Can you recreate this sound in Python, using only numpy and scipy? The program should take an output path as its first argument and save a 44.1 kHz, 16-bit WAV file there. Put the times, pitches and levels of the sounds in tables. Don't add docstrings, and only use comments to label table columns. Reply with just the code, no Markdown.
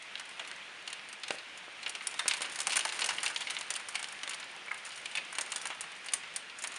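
import sys
import numpy as np
from scipy import signal
from scipy.fft import rfft, irfft, next_fast_len
from scipy.io import wavfile
from scipy.ndimage import uniform_filter1d, map_coordinates

SR = 44100
rng = np.random.default_rng(int(sys.argv[2]) if len(sys.argv) > 2 else 0)


def to_wav(s):
    ch = np.atleast_2d(s).T
    pcm = np.round(np.clip(ch, -1, 1) * 32767)
    wavfile.write(sys.argv[1], SR, pcm.astype(np.int16))


N = 298998


# start_s, level_db, hardness_db, body_db, life_factor
BIG_STONES = [(0.023, -46.5, -3, -8, 0.89), (0.1549, -36, -24, -14, 0.44), (0.176, -43.5, -17.5, -17, 0.9),
              (0.196, -39, -0.5, 0.0, 1.3), (0.291, -47.5, 1, -4, 1.1), (0.448, -47.5, -8, -8, 0.87),
              (0.3942, -35.5, -11, -3.5, 1.4), (0.474, -44, 0, -14, 1.6), (0.5142, -42.5, -4.5, -5, 0.41),
              (0.8759, -36.5, -7.5, -9, 0.9), (0.902, -46, 5, 3, 1), (0.929, -37.5, -2, -12, 0.79),
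              (0.995, -46, -22, -11, 0.4), (1.088, -45.5, 0, -13, 1.2), (1.128, -42, 4, 0, 1.2),
              (1.2347, -36.5, -10, -9, 1.0), (1.281, -38.5, -4, -9, 0.83), (1.3067, -31.5, -8.5, -6, 0.58),
              (1.384, -42, -12, -20.0, 1.4), (1.575, -47.5, 10.0, -7.0, 0.85),
              (1.8293, -40, -9.5, -13, 0.98), (1.8622, -30.5, -21, -10.5, 1.05), (1.879, -46, 5, 0, 0.8),
              (1.8945, -36.5, 8, -3, 0.93), (1.9502, -35.5, -7, -7, 1.2), (2.008, -40, -18, -3, 0.7),
              (2.022, -52, 8, -2, 1), (2.038, -54, 8, -2, 1), (2.07, -32, 7.5, -6.5, 0.72),
              (2.111, -44, 2, -10, 1.3), (2.1417, -41.5, -2, -2, 0.63), (2.179, -54, 8, -3, 0.8),
              (2.1926, -28.5, 0.5, 3, 1.1), (2.257, -36.5, -15.0, 1, 2.5), (2.2801, -22, 8.5, -6, 0.74),
              (2.2957, -35, -16, -19, 2.1), (2.3105, -26.5, -13, -10, 0.9), (2.336, -31, -1.5, -4, 1.1),
              (2.368, -41, -1, -2, 0.92), (2.406, -39, 1, 0, 1.2), (2.4183, -30.5, 1, -7, 1.5),
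              (2.4448, -34, -16, -3, 2.3), (2.497, -46, 15, 10, 0.71), (2.52, -45, 7, 0, 1.1),
              (2.557, -36.5, 6, 1, 0.9), (2.589, -35, 6, 2, 0.93), (2.603, -30, 7, -5, 0.8),
              (2.6157, -36, 11.0, 2, 0.6), (2.6695, -26, 4.5, -0.5, 0.92), (2.6953, -35, 1, -2, 1.5),
              (2.705, -33, -5, -16, 1.7), (2.721, -30.5, -2, -7, 1.5), (2.7315, -31, -7, -11, 1),
              (2.7571, -27.5, 3, -2, 1.1), (2.7674, -23, 8, 1, 0.85), (2.7913, -29, 1, -4, 0.9),
              (2.808, -33.5, -10, -17.0, 0.7), (2.8513, -29.5, 3, 3, 0.72), (2.869, -41, 7, 0, 0.8),
              (2.879, -40.5, -1, 1, 0.65), (2.8903, -34, -7, -12, 0.96), (2.9227, -35.5, -2, -2, 0.97),
              (2.951, -45, -12, -6, 0.8), (2.962, -44, 6, 2, 0.9), (2.9909, -32, 0, -0.5, 0.84),
              (3.008, -34, 3, -4, 1.6), (3.018, -28, -12, -9, 0.87), (3.0426, -29, -1, -5.5, 0.96),
              (3.0602, -32.5, 12, 3, 1.3), (3.089, -27.0, -3.5, -1.5, 1.6), (3.1049, -34, -2, 0, 0.9),
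              (3.13, -44, 2, -3, 0.99), (3.1839, -32, -24, -10.5, 0.91), (3.2308, -30, 6, 3, 1),
              (3.241, -37, 4, 0, 1.3), (3.2544, -34.5, 4, 1, 0.9), (3.262, -27.5, -7, -11, 0.75),
              (3.279, -34.5, 0, -10, 1.3), (3.2994, -36.5, 1, 6, 1), (3.346, -47, 13, -4, 0.8),
              (3.361, -30, -12, -12, 0.76), (3.3739, -43, 13, -8, 0.99), (3.4068, -34.5, -1, -3, 1.5),
              (3.4192, -38.5, -10, -11, 0.75), (3.4703, -36.5, -15, -15.0, 1.5),
              (3.4995, -34.5, -9, -14, 0.83), (3.505, -33.5, 2.5, -1, 1.2), (3.548, -42, -2, -19.0, 0.73),
              (3.5667, -33.0, -25, -12.5, 0.69), (3.5875, -41, 14, 4, 0.87),
              (3.6103, -36.5, -0.5, -3, 0.66), (3.704, -30, 4.5, -4, 0.87), (3.7392, -37.5, 7, -9.0, 0.47),
              (3.754, -36, -7, -18.0, 1.2), (3.762, -34.0, 7, 2, 0.91), (3.797, -41, 0, 5, 1.1),
              (3.8862, -36.5, 13, 7.5, 1.1), (3.945, -39, -4, 1, 1.7), (3.9536, -31, -3.5, -6, 0.79),
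              (3.993, -39.5, 2.0, 2, 1.4), (4.0277, -37, 5.5, 1, 0.7), (4.043, -37, -6, -13, 0.5),
              (4.086, -42.5, 4, 0, 0.87), (4.124, -42.5, 10, 7, 0.84), (4.19, -49, -8, -8, 0.71),
              (4.213, -50, -14, -13, 0.67), (4.2326, -35, -5.5, -4.5, 0.69), (4.2765, -36.5, -7, -3, 0.55),
              (4.294, -35.5, 8, 1, 0.67), (4.3087, -37, -6, -4, 1.5), (4.334, -39, -7, -14.0, 1),
              (4.344, -40.5, 7.0, 0, 0.9), (4.399, -43, 3, 1, 1.4), (4.427, -42.5, -20, -8, 1.1),
              (4.442, -52, 8, -3, 0.8), (4.515, -55, 3, -4, 0.8), (4.563, -50.5, 1, 1, 0.8),
              (4.671, -46, -22, 1, 1), (4.682, -44, -21, -1, 1.1), (4.7115, -36.5, -20, 11, 1.3),
              (4.743, -42.5, 3, 4.5, 0.77), (4.776, -47, 0, -6, 1), (4.85, -42.5, 7, -3, 1.2),
              (4.863, -41, 4, 3, 1.9), (4.89, -48, 7, -2, 1), (4.906, -45, -11, -4, 0.8),
              (4.975, -45, 5, -4, 1.6), (4.919, -44.0, -5, -14, 1.9), (4.958, -44.5, 3, -8.0, 1.7),
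              (5.0572, -35.5, -8.5, -16, 0.65), (5.113, -43.5, -5, -11.0, 1.7),
              (5.1524, -34, -10, -8, 0.96), (5.1715, -37, -2, -8, 1.2), (5.179, -34, -20, -8.5, 1),
              (5.3264, -40.5, 11, 16, 1.2), (5.352, -39, 1, -1, 0.69), (5.3844, -29, 0.5, -1.5, 0.85),
              (5.4104, -31, 11, -2, 1.2), (5.5194, -32, 2.5, -5, 0.76), (5.5593, -31.5, 6.5, -3.0, 1.25),
              (5.6146, -39.5, 6, 1, 1.7), (5.6547, -33, 1.5, 4, 0.81), (5.671, -37, 21.0, 4.0, 0.61),
              (5.702, -35.5, -11, 1, 1.8), (5.8081, -34.0, 9.5, -3, 0.95), (5.839, -43, -5, 3, 1),
              (5.918, -47, 0, 1, 1), (6.045, -50, 6, 0, 0.8), (6.06, -41, 7, 5, 1.4),
              (6.121, -45.5, 10, 3, 0.9), (6.0855, -37, -11, -11, 0.92), (6.1355, -23.5, 11, -2.5, 0.82),
              (6.235, -45.5, -12, -4, 1), (6.3614, -30.5, 13, -1, 0.76), (6.498, -44.5, -15.5, -17, 0.72),
              (6.587, -42, 17, 8, 1.6), (6.622, -39.5, 24, 6, 1.0), (6.6387, -33.0, 11.5, 9.5, 1.1),
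              (6.6449, -37.5, -28, -8, 0.87), (6.673, -36.5, 25, -8, 0.7), (6.719, -42.5, 5, 6, 0.92),
              (6.74, -56, 9, -3, 0.8), (6.762, -41.5, 4, -6, 0.9)]

def near_stones():
    start_s, level_db, hardness_db, body_db, life = np.transpose(BIG_STONES)
    band_db = band_levels(level_db, hardness_db, body_db)
    return impacts(start_s, band_db, life, contact_db=9, grit_db=2.5, colour_db=1.63)


def band_levels(level_db, hardness_db, body_db):
    thud_db = np.minimum(body_db, -2.5) - 18 + 5 * rng.standard_normal(len(level_db))
    parts_db = np.column_stack([thud_db, body_db, np.zeros_like(body_db), hardness_db])
    total_db = 20 * np.log10(np.linalg.norm(amp(parts_db), axis=1))
    return parts_db + (level_db - total_db)[:, None]


BAND_EDGES = [700, 2000, 5000]
BAND_RING = [0.19, 0.1, 0.056, 0.041]
# pitch_hz, level_db
HIT_TONE = [(40, -35), (110, -33), (200, -15.5), (450, -9), (800, 1), (1500, 2), (2800, 7), (5000, -4.5),
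            (7700, -10), (9400, -2), (10400, -12), (11000, -22.5), (11800, -20.5), (14000, -16)]
# pitch_hz, width_hz, boost_db
RESONANCES = [(1510, 43, 5.5), (2250, 42, 6.5), (2844, 120, 3.5), (4300, 86, 4.5), (5660, 640, -1.5),
              (6600, 150, 3.5), (7110, 210, 7), (8200, 100, 3.5), (8730, 220, 1.5), (9420, 250, -2)]

def impacts(start_s, band_db, life, contact_db, grit_db, colour_db, size=4096):
    count = len(start_s)
    t, hz = np.arange(size) / SR, np.fft.rfftfreq(size, 1 / SR)
    grit = np.repeat(rng.standard_normal((count, size // 16)), 16, axis=1)
    force = rng.standard_normal((count, size)) * amp(grit_db * grit)
    force[:, SR // 2000] += amp(contact_db - 11 * np.log2(life) + 2 * rng.standard_normal(count))
    resonance_db = sum(db / (1 + (2 * (hz - pitch) / width) ** 2) for pitch, width, db in RESONANCES)
    spot = rng.standard_normal((count, len(hz)))
    spot = unit(uniform_filter1d(uniform_filter1d(spot, size=45), size=25))
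    tick_over_knock_db = band_db[:, 3:] - band_db[:, 1:2]
    tilt_db = 0.5 * np.clip(tick_over_knock_db + 11, -12, 12) * np.clip(np.log2((hz + 1) / 3000), -1, 1)
    softness_db = np.clip(band_db[:, 2:3] - band_db[:, 3:], 0, 12)
    cushion_db = 0.89 * softness_db * np.log2(np.maximum(hz / 5300, 1))
    crack = rfft(force) * amp(along(HIT_TONE, hz) + resonance_db + tilt_db - cushion_db + colour_db * spot)
    below_edge = [0 * hz] + [1 / (1 + (hz / edge) ** 10) for edge in BAND_EDGES] + [1 + 0 * hz]
    fading_s = np.maximum(t - 0.0015, 0)
    hits = np.zeros((count, size))
    for share, ring_s, db in zip(np.diff(below_edge, axis=0), BAND_RING, band_db.T):
        ring = irfft(crack * share) * amp(-60 * fading_s / (ring_s * life[:, None])) * rise(t, 0.00023)
        strength = np.linalg.norm(ring, axis=1, keepdims=True) / np.sqrt(0.0095 * SR)
        hits += ring / strength * amp(db)[:, None]
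    at = np.round(start_s * SR).astype(int)[:, None] + np.arange(size)
    return np.bincount(at.ravel(), hits.ravel(), N)[:N]


def small_stones(count=120):
    gust = gust_db()
    fallen = np.cumsum(amp(1.2 * gust))
    at = np.searchsorted(fallen, rng.random(count) * fallen[-1])
    weight, hardness, body, ring = np.clip(rng.standard_normal((4, count)), -2, 2)
    level_db = shower_db().mean() + 3.5 + 0.83 * gust[at] + 2.5 * weight
    band_db = band_levels(level_db, hardness_db=5.5 + 1.4 * hardness, body_db=4 * body)
    return impacts(at / SR, band_db, life=0.55 * np.exp(0.08 * ring), contact_db=2, grit_db=1.5, colour_db=2)


# start_s, level_db
KNOCKS = [(1.3064, -33.5), (1.68, -50), (2.258, -41.5), (2.408, -43), (2.418, -47), (5.703, -49.5)]
# pitch_hz, level_db, ring_s
POT_NOTES = [(200, -27, 0.15), (373, -2.5, 0.05), (499, 3, 0.028), (588, 2.5, 0.033), (770, 3, 0.025),
             (1010, 5, 0.03), (1316, 7, 0.024), (1456, -1, 0.04)]

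def pot_knocks(push_hz=715, push_db=18.5, push_fade_s=0.0071):
    out, t = np.zeros(N + SR), np.arange(SR // 4) / SR
    push = np.sin(2 * np.pi * push_hz * t) * amp(push_db - 60 * t / push_fade_s) * rise(t, 0.00067)
    for start_s, level_db in KNOCKS:
        ring = sum(np.sin(2 * np.pi * hz * t) * amp(db + 2 * rng.standard_normal() - 60 * t / ring_s)
                   for hz, db, ring_s in POT_NOTES)
        out[round(start_s * SR):][:len(t)] += amp(level_db) * (push + ring * rise(t, 0.00095))
    return out[:N]


# start_s, pitch_hz, level_db, length_s
POT_HUM = (1.336, 590, -45, 0.018)

def pot_settles():
    start_s, pitch_hz, level_db, length_s = POT_HUM
    t = np.arange(N) / SR - start_s
    swell = np.sin(np.pi * np.clip(t / length_s, 0, 1))
    return amp(level_db) * swell * np.sin(2 * np.pi * pitch_hz * t)


# start_s, end_s, level_db
TREBLE_FIZZ = (1.316, 1.356, -53)

def treble_fizz(count=9):
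    start_s, end_s, level_db = TREBLE_FIZZ
    tick_s = start_s + (end_s - start_s) * (np.arange(count) + rng.random(count)) / count
    tick_db = level_db + 1.5 * rng.standard_normal(count)
    band_db = band_levels(tick_db, hardness_db=np.full(count, 8.0), body_db=np.full(count, -3.0))
    return impacts(tick_s, band_db, life=np.full(count, 0.55), contact_db=10, grit_db=2.5, colour_db=2)


# start_s, pitch_hz, level_db
RIM_PINGS = [(2.0712, 5570, -34), (2.0712, 9430, -26), (2.193, 1490, -41), (2.193, 3600, -27),
             (2.793, 9420, -32), (2.855, 886, -33), (3.018, 7140, -34), (3.47, 2180, -29.5),
             (3.567, 2156, -32), (3.705, 7200, -29), (3.954, 2260, -27.5), (4.682, 2290, -34),
             (4.713, 1645, -31), (4.714, 2150, -29.5), (5.153, 3510, -27.5), (5.153, 9450, -34.5),
             (5.173, 2530, -27), (5.327, 9300, -38), (6.137, 2800, -38), (6.235, 2080, -36.5)]

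def pings(roughness=0.35):
    out, t = np.zeros(N + SR), np.arange(SR // 4) / SR
    for start_s, pitch_hz, level_db in RIM_PINGS:
        ring_s = 0.05 * min(2000 / pitch_hz, 1) ** 0.38
        twin_hz = pitch_hz * (1 + 0.02 * rng.standard_normal())
        skitter = unit(uniform_filter1d(rng.standard_normal((2, len(t))), size=70))
        ring = np.sin(2 * np.pi * pitch_hz * t + roughness * skitter[0])
        ring += 0.59 * np.sin(2 * np.pi * (twin_hz * t + rng.random()))
        ring *= 1 + roughness * skitter[1]
        out[round(start_s * SR):][:len(t)] += ring * amp(level_db - 60 * t / ring_s) * rise(t, 0.00065)
    return out[:N]


def thin_bass(x, cutoff_hz):
    return signal.sosfilt(signal.butter(2, cutoff_hz, "highpass", fs=SR, output="sos"), x)


# pitch_hz, ring_s
YARD_RING = [(200, 0.43), (2000, 0.42), (3800, 0.4), (5800, 0.27), (8500, 0.23), (9400, 0.17),
             (10500, 0.15)]

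def yard(x, echo_db, tail_db, echo_s, places=5):
    out = np.zeros(N)
    place = np.arange(N) // 2048 % places
    for k in range(places):
        hz, frame_s, noise = signal.stft(rng.standard_normal(SR // 2), SR, nperseg=256)
        tail = signal.istft(noise * amp(-60 * frame_s / along(YARD_RING, hz)[:, None]), SR, nperseg=256)[1]
        t = np.arange(len(tail)) / SR
        tail *= rise(t, 0.012)
        echo = rng.standard_normal(len(t)) * (t > echo_s) * amp(-60 * np.abs(t - echo_s) / 0.031)
        answer = amp(tail_db) * tail / np.linalg.norm(tail) + amp(echo_db) * echo / np.linalg.norm(echo)
        out += signal.fftconvolve(x * (place == k), answer)[:N]
    return out


# pitch_hz, level_db
SPATTER_TONE = [(60, -18), (200, -2), (800, 2), (2800, 1), (5000, 2), (7200, -3), (7850, -22), (8500, 2.5),
                (9500, 1), (10600, -9.5), (11700, -27), (14000, -52)]

def spatter(full_crackle_db=8):
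    crackle_share = np.clip(gust_db() / full_crackle_db, 0, 1)
    wash = np.sqrt(1 - crackle_share) * rng.standard_normal(N)
    crackle = np.sqrt(crackle_share) * grains(per_s=3000, spread_db=2.5)
    ice = filtered(wash + crackle, lambda hz: amp(along(SPATTER_TONE, hz)))
    return unit(ice) * amp(shower_db() - 0.5 + 1.8 * wobble(per_s=40))


# pitch_hz, level_db
HISS_TONE = [(25, -28), (60, -23.5), (110, -17), (170, -11), (290, -11.5), (400, -9), (750, -5), (1150, -4),
             (1700, 0), (2500, 1.5), (3300, -3), (4900, -13), (9400, -23.5), (11500, -31.5)]

def far_hiss(level_db=-46.5):
    hiss = filtered(grains(per_s=30000, spread_db=0.44), lambda hz: amp(along(HISS_TONE, hz)))
    return patchy(hiss, depth_db=0.9) * amp(level_db + 0.18 * gust_db() + 0.59 * wobble(per_s=10))


# time_s, level_db
SHOWER_STRENGTH = [(0.0, -62.5), (0.38, -59.5), (0.64, -63), (1.77, -61.5), (2.23, -53), (2.91, -48.5),
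                   (3.04, -49), (3.59, -52), (3.74, -56), (4.21, -55), (4.59, -60), (5.08, -56),
                   (5.38, -57), (5.53, -53), (5.83, -58.5), (6.61, -59.5), (6.78, -53)]

def shower_db():
    return np.interp(np.arange(N) / SR, *np.transpose(SHOWER_STRENGTH))


def gust_db():
    return shower_db() - shower_db().mean()


def grains(per_s, spread_db):
    lands = rng.random(N) < per_s / SR
    return unit(lands * rng.standard_normal(N) * amp(spread_db * rng.standard_normal(N)))


def patchy(x, depth_db):
    spectrum = signal.stft(x, nperseg=512)[2]
    patches = uniform_filter1d(rng.standard_normal(spectrum.shape), size=5, axis=0)
    patches = unit(uniform_filter1d(patches, size=7, axis=1))
    return unit(signal.istft(spectrum * amp(depth_db * patches), nperseg=512)[1][:N])


def amp(db):
    return 10 ** (np.asarray(db) / 20)


def unit(x):
    return x / np.sqrt(np.mean(x ** 2) + 1e-20)


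def rise(t, rise_s):
    return 1 - np.exp(-t / rise_s)


def along(points, hz):
    pitch_hz, values = np.transpose(points)
    return np.interp(np.log(hz + 1), np.log(pitch_hz + 1), values)


def wobble(per_s):
    return map_coordinates(rng.standard_normal(int(N * per_s / SR) + 4), [np.arange(N) * per_s / SR])


def filtered(x, gain_at):
    size = next_fast_len(N + SR // 2)
    return irfft(rfft(x, size) * gain_at(np.fft.rfftfreq(size, 1 / SR)), size)[:N]


def scene():
    hits = near_stones() + small_stones() + treble_fizz() + pot_knocks() + pot_settles() + pings()
    hits = thin_bass(hits, cutoff_hz=147)
    echoes = yard(hits, echo_db=-32, tail_db=-14.5, echo_s=0.012)
    return (hits + echoes + far_hiss() + spatter())[None]


def record(dry, top_hz=14700):
    treble_drop = [(11000, -1), (11700, -21.5)]  # pitch_hz, level_db
    return filtered(dry[0], lambda hz: amp(along(treble_drop, hz)) * (hz < top_hz))[None]


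dry = scene()
out = record(dry)
to_wav(out)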